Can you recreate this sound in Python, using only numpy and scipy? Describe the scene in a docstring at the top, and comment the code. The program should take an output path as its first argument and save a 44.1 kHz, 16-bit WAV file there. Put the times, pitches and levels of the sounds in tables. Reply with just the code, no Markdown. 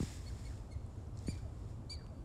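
"""A wooden deck among trees, with a chipmunk underneath. Over a low rumble of wind and far traffic,
cloth or leaves rustle in tiny grains of friction, three dull steps ring through the planks as bending
waves, and small dry ticks snap. The chipmunk squeaks five times: an arched whistle from its vocal folds
that turns hoarse and trails off in a falling whine. The trees send back a thin echo, and a faint far
twitter slips in between the squeaks."""
import sys
import numpy as np
from scipy import signal
from scipy.fft import rfft, irfft
from scipy.io import wavfile
from scipy.ndimage import uniform_filter1d

SR = 44100
rng = np.random.default_rng(int(sys.argv[2]) if len(sys.argv) > 2 else 0)


def generate_wav(signal):
    """Clip the signal to [-1, 1] and save it as 16-bit WAV at the path in sys.argv[1]."""
    frames = np.transpose(np.atleast_2d(signal))
    scaled = np.clip(frames, -1, 1) * 32767
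    pcm = np.round(scaled).astype(np.int16)
    wavfile.write(sys.argv[1], SR, pcm)


N = 98960


def amp(db):
    return 10 ** (np.asarray(db) / 20)


def unit_rms(x):
    return x / np.sqrt(np.mean(x ** 2) + 1e-20)


def drift(rate_hz):
    """Smooth random modulator, rms 1."""
    pole = np.exp(-2 * np.pi * rate_hz / SR)
    return unit_rms(signal.lfilter([1], [1, -2 * pole, pole * pole], rng.standard_normal(N + SR))[SR:])


def equalise(x, curve):
    """Shape a sound with an EQ curve; rms 1."""
    hz, db = np.transpose(curve)
    bins_hz = np.maximum(np.arange(N // 2 + 1) * SR / N, 1)
    gain = amp(np.interp(np.log(bins_hz), np.log(hz), db, left=-90, right=-90))
    return unit_rms(irfft(rfft(x) * gain, N))


# Bass-heavy EQ of the background bed: f/Hz, relative level/dB
RUMBLE_EQ = [(12, -1), (20, -19.5), (54, 2), (112, 0), (133, -8), (171, -14.5), (238, -14.5), (439, -22.5),
             (631, -25.5), (1160, -32), (1820, -44), (4070, -49), (5530, -50.5), (6190, -51.5), (7310, -48),
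             (12400, -60), (15500, -77)]


def rumble(level_db=-45.5):
    """Wind and far traffic: a nearly steady bed of low noise."""
    return amp(level_db + 0.14 * drift(13)) * equalise(rng.standard_normal(N), RUMBLE_EQ)


# Papery EQ of the rustle: f/Hz, relative level/dB
RUSTLE_EQ = [(710, -5), (1200, -8.5), (1540, -10), (1600, -5.5), (1890, -3.5), (2310, -6.5), (3030, -9.5),
             (3480, -6.5), (4650, -7), (5300, -3), (6160, -10), (7160, -2.5), (11100, -19), (15700, -27)]
# Fader ride of the rustle: t/s, level/dB
RUSTLE_FADER = [(0, -53), (.07, -54), (.16, -58.5), (.2, -62.5), (.35, -64.5), (.47, -63.5), (.58, -69),
                (.66, -75), (.85, -81), (1.02, -75), (1.13, -87), (1.18, -71.5), (1.25, -67.5), (1.29, -64),
                (1.35, -66.5), (1.47, -77), (1.71, -71.5), (1.88, -100), (2.24, -98)]


def rustle(grains_per_s=5000, spread_db=1.5):
    """Cloth or leaves rubbing: dense, tiny grains of friction."""
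    times, db = np.transpose(RUSTLE_FADER)
    hits = rng.random(N) < grains_per_s / SR
    strength = amp(-spread_db * np.minimum(rng.exponential(1, N), 5))
    grains = hits * strength * rng.choice([-1, 1], N)
    fader = amp(np.interp(np.arange(N) / SR, times, db) + 0.54 * drift(17))
    return fader * equalise(grains, RUSTLE_EQ)


# Footfalls on the deck: t/s, envelope peak/dB
FOOTFALLS = [(-.0005, -28.5), (0.0262, -31), (1.2801, -28.5)]


def steps(rise_s=0.0045, fall_s=0.012):
    """Bending waves in the planks: the highs arrive first, so the pitch falls as one over time."""
    out = 0
    for start, db in FOOTFALLS:
        t = np.maximum(np.arange(N) / SR - start, 1e-5)
        envelope = np.exp(-(rise_s / t) ** 2 - t / fall_s)
        turns = 1.58 * np.log(t / 0.01006) + 0.32
        out = out + amp(db) * envelope / envelope.max() * np.cos(2 * np.pi * turns)
    return out


# Small dry snaps: t/s, peak/dB, low edge/Hz, high edge/Hz
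SNAPS = [(.0035, -42, 513, 1490), (.0292, -48.5, 510, 1170), (0.577, -53.5, 1510, 10500),
         (.8635, -58.5, 7600, 10900), (.887, -69, 8500, 10500), (.947, -72, 7400, 8800),
         (.961, -66, 7500, 9700), (1.07, -63, 4740, 6100), (1.167, -65, 4000, 10000),
         (1.1734, -51, 4200, 8200), (1.179, -58, 6800, 8200), (1.190, -45.5, 4000, 9000),
         (1.2255, -57, 6500, 11000), (1.242, -62, 7000, 8500), (1.2823, -43.5, 720, 2660),
         (1.342, -51, 2520, 6050), (1.377, -50, 2500, 7500), (2.0655, -50.5, 1700, 11000)]


def ticks(fuzz_t60_s=0.018, dull_hz=4130):
    """Each snap is a click with a short fuzzy tail, in a band of its own."""
    out, t = np.zeros(N + SR), np.arange(SR // 20) / SR
    for start, db, low_hz, high_hz in SNAPS:
        fuzz = 0.13 * rng.standard_normal(len(t)) * amp(-60 * t / fuzz_t60_s)
        band = signal.butter(4, [low_hz, high_hz], "band", fs=SR, output="sos")
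        snap = signal.sosfilt(band, (t == 0) + fuzz)
        snap = signal.lfilter(*signal.butter(1, dull_hz, fs=SR), snap)
        at = int(start * SR)
        out[at:at + len(t)] += amp(db) * snap / np.abs(snap).max()
    return out[:N]


# Pitch and level contours, one list per squeak: t/s, f/Hz, overtones/dB, fundamental/dB
SQUEAK_CONTOURS = [
    [(.259, 2050, -85, -81), (.265, 2190, -59, -72), (.272, 2208, -58.5, -69), (.288, 2192, -59, -68),
     (.295, 2140, -76, -71), (.304, 1620, -100, -60), (.325, 1370, -110, -87)],
    [(.449, 2060, -85, -85), (.455, 2194, -62, -70), (.468, 2200, -68, -65), (.476, 2175, -67, -63.5),
     (.486, 2094, -77, -77), (.505, 1767, -105, -63), (.545, 1327, -110, -73), (.56, 1150, -110, -70)],
    [(.705, 2030, -97, -92), (.712, 2156, -71, -79), (.719, 2165, -66.5, -69), (.729, 2160, -69, -65.5),
     (.739, 2125, -69, -77), (.752, 2010, -96, -71), (.765, 1800, -110, -94)],
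    [(1.264, 2080, -85, -95), (1.269, 2130, -60, -76), (1.275, 2255, -56.5, -66), (1.284, 2259, -60, -68),
     (1.294, 2384, -57.5, -55.5), (1.303, 2390, -55, -64), (1.312, 2354, -59.5, -63.5),
     (1.326, 2166, -60, -64), (1.345, 2086, -91, -75), (1.37, 1817, -110, -78), (1.39, 1542, -110, -68.5),
     (1.42, 942, -110, -78), (1.445, 700, -110, -60.5), (1.47, 607, -110, -58.5), (1.49, 557, -110, -83)],
    [(1.893, 1990, -83, -89), (1.897, 2070, -53, -78), (1.902, 2290, -48, -71), (1.916, 2320, -47, -62),
     (1.932, 2335, -47.5, -57), (1.942, 2290, -50, -63), (1.951, 2220, -52.5, -70), (1.966, 2006, -63, -72),
     (1.98, 1949, -102, -75), (2.01, 1611, -110, -69), (2.035, 1143, -110, -70), (2.07, 916, -110, -67),
     (2.1, 709, -110, -75), (2.13, 624, -110, -57.5), (2.155, 590, -110, -74)],
]
# Timbre per squeak: harmonics 3 to 6 against the 2nd/dB, breath/dB, in-between lines/dB, echo send/dB
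SQUEAK_TIMBRES = [(-26, -19, -30, -26, -25, -35, -9), (-12, -5, -21, -30, -19, -17, -9.5),
                  (-6.5, -14, -29, -30, -8, -13, -4), (-2.5, -3, -21, -32, -10, -33, -5.5),
                  (-15, -25, -50, -42, -16.5, -28, -10.5)]
# How often the vocal folds repeat their pattern, per squeak: period/cycles
FOLD_PERIODS = [2, 2, 3, 2, 2]
# Airy EQ of the breath and the in-between lines: f/Hz, relative level/dB
BREATH_EQ = [(2500, -19), (3600, -5), (6000, -15), (7800, -2.5), (9300, -4.5), (10600, -6.5), (11800, -31),
             (15500, -23)]


def squeaks(hoarse_sag_hz=550, hoarse_fade_db=12):
    """Chipmunk voice: harmonics, rough lines between them, and breath. Returns dry and echo send."""
    dry, send = 0, 0
    wobble, rough = drift(110), drift(270)
    air = equalise(rng.standard_normal(N), BREATH_EQ)
    rasp = drift(160)
    eq_hz, eq_db = np.transpose(BREATH_EQ)
    for contour, timbre, cycles in zip(SQUEAK_CONTOURS, SQUEAK_TIMBRES, FOLD_PERIODS):
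        times, hz, overtones_db, fundamental_db = np.transpose(contour)
        *harmonics_db, breath_db, between_db, send_db = timbre
        span = slice(int(times[0] * SR), int(times[-1] * SR))
        t = np.arange(N)[span] / SR
        pitch = uniform_filter1d(np.interp(t, times, hz), size=SR // 300, mode="nearest")
        phase = 2 * np.pi * np.cumsum(pitch * (1 + 0.005 * wobble[span])) / SR
        # As the pitch sags past its peak, breath and top harmonics thin out.
        hoarse = np.clip((hz.max() - pitch) / hoarse_sag_hz, 0, 1) * (t > times[hz.argmax()])
        fade_db = hoarse_fade_db * hoarse
        overtones = amp(breath_db - fade_db) * air[span]
        for k, db in enumerate([0, *harmonics_db]):
            overtones += amp(db - k * fade_db) * np.sin((k + 2) * phase)
        # The folds' repeating pattern puts fluttering lines between the harmonics.
        for k in range(cycles + 1, 5 * cycles):
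            if k % cycles:
                line_db = np.interp(np.log(k / cycles * hz.max()), np.log(eq_hz), eq_db)
                flutter_db = 5 * np.roll(rough, 997 * k)[span]
                overtones += amp(between_db + line_db + flutter_db) * np.sin(k / cycles * phase)
        overtones *= amp(np.interp(t, times, overtones_db))
        fundamental = amp(np.interp(t, times, fundamental_db)) * np.sin(phase)
        # The sagging tone breaks into a narrow rasp, then clears below 800 Hz.
        breakup = 1 - hoarse + hoarse * np.where(pitch > 800, rasp[span], 1)
        voice = np.zeros(N)
        voice[span] = np.sqrt(2) * amp(rough[span]) * breakup * (overtones + fundamental)
        dry, send = dry + voice, send + amp(send_db) * voice
    return dry, send


# Slaps off single large surfaces: delay/s, level against the scatter/dB
SLAPS = [(.02, -12), (.042, -9), (.078, -12), (.112, -10), (.255, -20)]


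def echo(send, t60_s=0.56, lumps_db=1.5, dull_hz=2800):
    """Scatter from trunks and boards: a dark, lumpy, dying tail with a few distinct slaps."""
    t = np.arange(SR) / SR
    scatter = rng.standard_normal(SR)
    decay = amp(lumps_db * drift(40)[:SR] - 60 * t / t60_s)
    bloom = 1 - np.exp(-t / 0.012)
    tail = unit_rms(scatter * decay * bloom) / np.sqrt(SR)
    for delay, db in SLAPS:
        tail[int(delay * SR)] += amp(db)
    tail = signal.lfilter(*signal.butter(1, dull_hz, fs=SR), tail)
    return signal.fftconvolve(send, tail)[:N]


# Faint far peeps: t/s, length/s, start f/Hz, end f/Hz, level/dB
PEEPS = [(.904, .045, 7150, 6700, -81), (.972, .05, 6700, 6550, -83), (1.136, .025, 5200, 5100, -77)]


def twitter(rough_db=5, wobble_depth=0.025):
    """Short, high tones that glide down, roughened in level and pitch."""
    out, t = 0, np.arange(N) / SR
    rough = amp(rough_db * drift(120))
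    wobble = 1 + wobble_depth * drift(200)
    for start, length, start_hz, end_hz, db in PEEPS:
        progress = np.clip((t - start) / length, 0, 1)
        pitch = (start_hz + (end_hz - start_hz) * progress) * wobble
        envelope = np.sqrt(2 * np.sin(np.pi * progress ** 0.6).clip(0))
        out = out + amp(db) * envelope * rough * np.sin(2 * np.pi * np.cumsum(pitch) / SR)
    return out


def scene():
    """All layers meet in one mono mix."""
    voice, send = squeaks()
    return (rumble() + voice + echo(send) + steps() + ticks() + rustle() + twitter())[None]


def record(dry, cutoff_hz=15900):
    """A steep low-pass trims the very top."""
    return signal.sosfilt(signal.cheby2(24, 60, cutoff_hz, fs=SR, output="sos"), dry)


dry = scene()
out = record(dry)
generate_wav(out)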